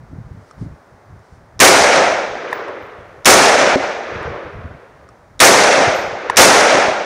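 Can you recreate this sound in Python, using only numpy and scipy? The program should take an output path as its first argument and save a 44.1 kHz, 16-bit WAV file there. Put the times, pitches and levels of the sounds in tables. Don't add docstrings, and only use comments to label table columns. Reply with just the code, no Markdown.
import sys
import numpy as np
from scipy import signal
from scipy.fft import rfft, irfft
from scipy.io import wavfile
from scipy.ndimage import uniform_filter1d, minimum_filter1d

SR = 44100
rng = np.random.default_rng(int(sys.argv[2]) if len(sys.argv) > 2 else 0)


def dump(signal):
    limited = np.clip(np.atleast_2d(signal).T, -1, 1)
    pcm = np.round(limited * 32767).astype(np.int16)
    wavfile.write(sys.argv[1], SR, pcm)


def field_ratio(decibels):
    return 10 ** (np.asarray(decibels, dtype=float) / 20)


N = 310895


def evened(x):
    return x / np.sqrt(np.mean(x ** 2) + 1e-20)


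def read(points, hz):
    f, value = np.transpose(points)
    return np.interp(np.log(hz + 1), np.log(f + 1), value)


def add(mix, s, sound):
    part = mix[round(s * SR):][:len(sound)]
    part += sound[:len(part)]


def coloured(x, points):
    gain = field_ratio(read(points, np.fft.rfftfreq(len(x), 1 / SR)))
    return irfft(rfft(x) * evened(gain), len(x))


def hump(x, centre, width):
    return np.exp(-.5 * ((x - centre) / width) ** 2)


def ring(modes, chance):
    t = np.arange(SR // 3) / SR
    total = np.zeros(len(t))
    for (hz, db, t60), c in zip(modes, chance):
        decay = field_ratio(db + 2 * c - 60 * t / t60)
        total += decay * np.sin(2 * np.pi * hz * (1 + .002 * c) * t)
    return total * np.minimum(t / .0004, 1)


def burst(t60):
    t = np.arange(SR // 20) / SR
    x = rng.standard_normal(len(t)) * field_ratio(-60 * t / t60) * np.minimum(t / 0.0012, 1)
    return x / np.linalg.norm(x)


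# f/Hz, relative level/dB per Hz
FAR_COLOUR = [(30, -31), (80, -10), (250, -6.5), (600, -2.5), (1500, -9.5), (2100, -15.5), (2800, -27.5),
              (6000, -28), (7800, -32.5), (9500, -32.5), (11500, -42), (15500, -38.5)]


def far():
    t = np.arange(N) / SR
    swell = np.zeros(N)
    for f in np.geomspace(.2, 3, 12):
        swell += np.sin(2 * np.pi * (f * t + rng.random())) / np.sqrt(f)
    level_db = -48 + 0.72 * evened(swell)
    return field_ratio(level_db) * coloured(rng.standard_normal(N), FAR_COLOUR)


# start t/s, length t/s, level at the start/dB
LOW_SWELLS = [(0.01, 0.036, -38), (0.111, 0.1, -28.5), (0.261, 0.056, -32.5), (.345, 0.066, -37),
              (0.586, .03, -36), (0.627, 0.021, -21), (0.678, .06, -35), (0.954, 0.071, -46),
              (1.06, .03, -40.5), (1.108, .09, -38), (1.33, .19, -40.5), (1.551, .05, -38),
              (1.818, .04, -31), (2.28, 0.074, -36.5), (2.784, .14, -47.5), (2.993, .2, -40),
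              (3.468, .03, -28), (3.82, .04, -42), (4.142, 0.14, -33), (4.299, .04, -28),
              (4.461, .03, -38.5), (4.558, 0.19, -29.5), (4.951, 0.25, -47), (5.303, .1, -50),
              (5.619, .03, -31), (5.875, 0.037, -37), (5.94, .09, -42), (6.058, 0.08, -36), (6.3, .05, -44),
              (6.59, .04, -33), (6.705, .03, -35.5)]


def low_level(t):
    calm_db = -56
    rise, sag, fall = 502.5, 24.5, 398.5
    power = field_ratio(2 * calm_db)
    for s, length, db in LOW_SWELLS:
        before, after = np.maximum(s - t, 0), np.maximum(t - s, 0)
        over = np.maximum(t - s - length, 0)
        power = power + field_ratio(2 * (db - rise * before - sag * after - fall * over))
    return 10 * np.log10(power)


# f/Hz, relative level/dB per Hz
LOW_COLOUR = [(15, -38.5), (30, -22), (60, 2.5), (110, 1), (200, -9.5), (400, -28.5), (1000, -73),
              (3000, -110)]


def wind_and_blast_lows():
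    frames, hz = N // 256 + 5, np.fft.rfftfreq(1024, 1 / SR)[:, None]
    a, b = rng.standard_normal((frames, 513, 2)).T
    swell_db = low_level(np.arange(frames) * 256 / SR)
    tilt_db = 0.29 * (swell_db + 36.0) * np.log2(np.clip(hz / 100, 1, 8))
    shape = field_ratio(read(LOW_COLOUR, hz) + tilt_db)
    shape = shape / np.linalg.norm(shape, axis=0)
    noise = signal.istft((a + 1j * b) * shape, nperseg=1024, noverlap=768)[1][:N]
    lumps = uniform_filter1d(uniform_filter1d(rng.standard_normal(N), size=700), size=700)
    lumps_db = 3.7 * evened(lumps)
    level_db = np.interp(np.arange(N), np.arange(frames) * 256, swell_db)
    return evened(noise * field_ratio(lumps_db)) * field_ratio(level_db)


# middle t/s, half length t/s, peak level/dB
CLOTH_TIMES = [(.43, 0.019, -64), (0.495, .025, -61), (.62, 0.03, -57), (1.26, .04, -66), (1.35, .03, -64)]
# f/Hz, relative level/dB per Hz
CLOTH_COLOUR = [(2500, -8.5), (4000, -9), (5300, -5), (7200, -10), (9200, -11), (10500, -18), (13000, -50)]
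# t/s, level/dB
ACTION_TIMES = [(0.5107, -34), (0.6114, -48), (1.192, -47), (1.35, -57), (5.089, -37)]
# f/Hz, relative level/dB, 60 dB decay t/s
ACTION_MODES = [(1240, 4, 0.025), (3670, -22, .02), (5500, -8.5, .025), (7200, -11, .016),
                (8900, -11, .014)]


def shooter():
    t = np.arange(N) / SR
    envelope = sum(field_ratio(db) * hump(t, s, half) for s, half, db in CLOTH_TIMES)
    out = coloured(rng.standard_normal(N), CLOTH_COLOUR) * envelope
    for s, db in ACTION_TIMES:
        chance = .4 * rng.standard_normal(len(ACTION_MODES))
        add(out, s, field_ratio(db) * ring(ACTION_MODES, chance))
        add(out, s, field_ratio(db + 3) * coloured(burst(0.027), CLOTH_COLOUR))
    return out


# t/s after the blast, level/dB
ECHO_DECAY = [(0, 15), (.05, 16.5), (.1, 8), (.2, 4.5), (.31, -1.5), (.45, -7), (.6, -15.5), (.75, -22),
              (.87, -23), (1.0, -23), (1.2, -29), (1.58, -41.5), (2.2, -62.5)]
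TRUNK_BAND = [(.56, 0), (.75, .6), (.88, 1), (1, 1.25), (1.15, .85), (1.32, .55), (1.46, 0), (1.8, -0.43),
              (2.25, 0.042)]
# t/s after the blast, centre of that band f/Hz
TRUNK_CENTRE = [(0, 636), (.75, 617), (.9, 490), (2.2, 522)]
# f/Hz, loss/dB per s of travel
AIR_LOSS = [(500, -3), (1500, -2), (3500, 5.5), (6500, 21), (9500, 43.5), (13000, 74), (16000, 90)]
# t/s after the blast, centre f/Hz, lift/dB, half length t/s
STRONG_REFLECTORS = [(0.039, 282, 2.5, .006), (0.083, 6050, 3, 0.0051), (0.105, 336, 6.5, 0.017),
                     (.146, 798, 5, 0.0036), (0.241, 7000, 5.5, 0.0045), (0.401, 338, 5.5, .015),
                     (0.897, 453, 0.5, 0.013), (1.0, 400, 1, .02), (0.926, 1500, 1.5, .03),
                     (1.096, 600, 4.5, 0.016), (1.186, 300.1, 4, 0.026), (1.601, 553, 3.5, .03)]


def woods():
    hz, t = np.fft.rfftfreq(512, 1 / SR)[:, None], np.arange(800) * 128 / SR
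    octave = np.log2(hz + 20)
    boom_db = 7.5 * (1 - np.exp(-t / 0.18))
    bass_db = -5 * (1 - np.exp(-t / 0.26))
    centre = np.interp(t, *np.transpose(TRUNK_CENTRE))
    field_db = np.interp(t, *np.transpose(ECHO_DECAY))
    field_db = field_db + boom_db * np.interp(hz / centre, *np.transpose(TRUNK_BAND))
    field_db = field_db + bass_db * hump(octave, np.log2(310), 0.71)
    field_db = field_db + 2.5 / (1 + (hz / 130) ** 4)
    field_db = field_db - read(AIR_LOSS, hz) * np.minimum(t, 1.3)
    field_db = field_db - 11 * np.exp(-(t / .012) ** 2) / (1 + (hz / 1500) ** 4)
    for delay, centre_hz, lift_db, length in STRONG_REFLECTORS:
        field_db = field_db + lift_db * hump(t, delay, length) * hump(octave, np.log2(centre_hz), 0.72)
    lumps = uniform_filter1d(rng.standard_normal(field_db.shape), size=14, axis=0)
    lumps = uniform_filter1d(lumps, size=3, axis=1)
    stands = uniform_filter1d(np.minimum(rng.exponential(1, len(t)), 2) - 1, size=2)
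    throb_db = 2.35 * evened(stands) * hump(octave, np.log2(650), 0.29)
    return field_ratio(field_db + 1.1 * evened(lumps) + throb_db)


# t/s, level/dB on front and echo
SHOT_TIMES = [(1.6013, 2), (3.2557, 2), (5.4017, 2), (6.3690, 2.5)]
# f/Hz, relative level/dB per Hz
BLAST_COLOUR = [(20, -41), (50, -32), (150, -19.5), (240, -11.5), (370, -5.5), (600, -6.5), (1300, -7),
                (2300, -10), (3000, -16.5), (4500, -16), (6000, -11.5), (7500, -15.5), (9500, -15.5),
                (12000, -27), (15500, -33.5)]
# f/Hz, amplitude share
REPEATED_SHARE = [(200, 0.9), (1000, 0.89), (4000, 0.22), (12000, .3)]
# f/Hz, level/dB, 60 dB decay t/s
HAMMER_MODES = [(1300, -30.5, .008), (3775, -20, 0.013), (5516, -15, .008), (7220, -20.5, .007),
                (9240, -26, .006)]


def shots():
    field, out = woods(), np.zeros(N)
    same = np.clip(read(REPEATED_SHARE, np.fft.rfftfreq(512, 1 / SR)), 0, 1)[:, None]
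    a, b = rng.standard_normal((len(SHOT_TIMES) + 1, *field.shape[::-1], 2)).T
    z = (a + 1j * b) / np.sqrt(512 * 4 / 3)
    for k, (s, db) in enumerate(SHOT_TIMES):
        noise = same * z[..., 0] + np.sqrt(1 - same ** 2) * z[..., k + 1]
        echo = signal.istft(field * noise, nperseg=512, noverlap=384)[1]
        echo = coloured(echo, BLAST_COLOUR)[:2 * SR]
        echo = echo * np.minimum(np.linspace(20, 0, 2 * SR), 1)
        u = np.arange(len(echo)) / SR / 0.00024
        front = field_ratio(0.5) * (1 - u) * np.exp(-u)
        add(out, s, field_ratio(db) * (echo * np.minimum(u / 3.6, 1) ** 2 + front))
        lead_s = .0083
        rattle = field_ratio(-29.5) * coloured(rng.standard_normal(round(lead_s * SR)), BLAST_COLOUR[4:])
        add(out, s - lead_s, ring(HAMMER_MODES, rng.standard_normal(len(HAMMER_MODES))))
        add(out, s - lead_s, rattle)
    return out


# t/s, knock level/dB, upper ring level/dB
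BENCH_LANDINGS = [(2.5281, -13, -46), (2.605, -39, -80), (2.682, -27, -70), (6.298, -4.5, -64),
                  (6.331, -32, -75)]
# f/Hz, relative level/dB, 60 dB decay t/s
BENCH_MODES = [(1013, 3.5, 0.01), (1230, -3.5, 0.01), (1720, 1.5, 0.012), (1960, -15, 0.0062),
               (2850, -2.5, 0.005), (3580, -8.5, 0.007), (4000, -13, 0.006), (5000, -15, 0.0057)]
# t/s, tick level/dB, lower ring level/dB, upper ring level/dB
CONCRETE_LANDINGS = [(2.822, -46, -69, -60), (2.865, -40, -80, -68), (5.947, -38, -47, -50),
                     (5.962, -17, -50, -46), (5.990, -55, -46, -58), (6.060, -55, -59, -64)]
# t/s, tick level/dB
DULL_LANDINGS = [(2.5125, -26), (4.150, -35), (4.227, -27), (4.375, -40), (6.213, -35)]
# f/Hz, relative level/dB per Hz
TICK_COLOUR = [(1500, -20), (3000, -11), (5500, 3), (7500, -2), (10200, -2), (12000, -18), (15500, -26)]
# f/Hz, relative level/dB, 60 dB decay t/s
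LOWER_RING = [(10900, -12, .35), (11870, -6, .16), (11900, 1, 0.18)]
# f/Hz, relative level/dB, 60 dB decay t/s
UPPER_RING = [(15310, 0, .25), (15380, -9, .2)]


def cases():
    out, chatter = np.zeros(N), np.zeros(96)
    chatter[[0, 47, 94]] = .6, 1, .7
    ticks = list(DULL_LANDINGS)
    for s, db, high_db in BENCH_LANDINGS:
        wood_chance, brass_chance = rng.standard_normal((2, len(BENCH_MODES)))
        knock = signal.lfilter(chatter, 1, ring(BENCH_MODES, 1.1 * wood_chance))
        add(out, s, field_ratio(db) * knock + field_ratio(high_db) * ring(UPPER_RING, brass_chance))
        ticks.append((s, db + 0.5))
    for s, tick_db, low_db, high_db in CONCRETE_LANDINGS:
        low_chance, high_chance = rng.standard_normal((2, len(LOWER_RING)))
        add(out, s, field_ratio(low_db) * ring(LOWER_RING, low_chance))
        add(out, s, field_ratio(high_db) * ring(UPPER_RING, high_chance))
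        ticks.append((s, tick_db))
    for s, db in ticks:
        add(out, s, field_ratio(db) * coloured(burst(0.027), TICK_COLOUR))
    return out


# t/s, level/dB
KNOCK_TIMES = [(3.7588, 12), (6.884, -8)]
# f/Hz, relative level/dB, 60 dB decay t/s
HOUSING_MODES = [(530, 0, .022), (385, -5.5, .04), (275, -13.5, 0.11)]


def knocks():
    out = np.zeros(N)
    for s, db in KNOCK_TIMES:
        add(out, s, field_ratio(db) * ring(HOUSING_MODES, np.zeros(len(HOUSING_MODES))))
    return out


def scene():
    mono = far() + wind_and_blast_lows() + shooter() + shots() + cases() + knocks()
    return np.tile(mono, (2, 1))


CEILING_DB = -1.3
# f/Hz, level/dB
AFTER_CAPSULE = [(15, -16.5), (40, -2.5), (90, -0.5), (2200, -0.5), (3200, -0.5), (6000, -1), (8000, -3),
                 (16000, -2)]


def microphone(pressure):
    top = field_ratio(CEILING_DB + 9.5)
    clipped = top * np.tanh(pressure / top)
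    return irfft(rfft(clipped) * field_ratio(read(AFTER_CAPSULE, np.fft.rfftfreq(N, 1 / SR))), N)


def limiter(x):
    fall = np.arange(N) * 120 / SR
    peak_db = 20 * np.log10(abs(x) + 1e-9)
    held_peak_db = np.maximum.accumulate(peak_db + fall) - fall
    over_db = np.maximum(held_peak_db - CEILING_DB, 0)
    ahead_db = -minimum_filter1d(-over_db, size=33)
    return x / field_ratio(uniform_filter1d(ahead_db, size=33))


def roll_off(x):
    return signal.sosfilt(signal.butter(12, 16440, fs=SR, output="sos"), x)


def record(dry):
    held = limiter(microphone(dry[0]))
    held = signal.oaconvolve(held, signal.firwin(255, 15700, fs=SR), "same")
    mix = np.tile(held, (2, 1))
    return roll_off(mix)


dry = scene()
out = record(dry)
dump(out)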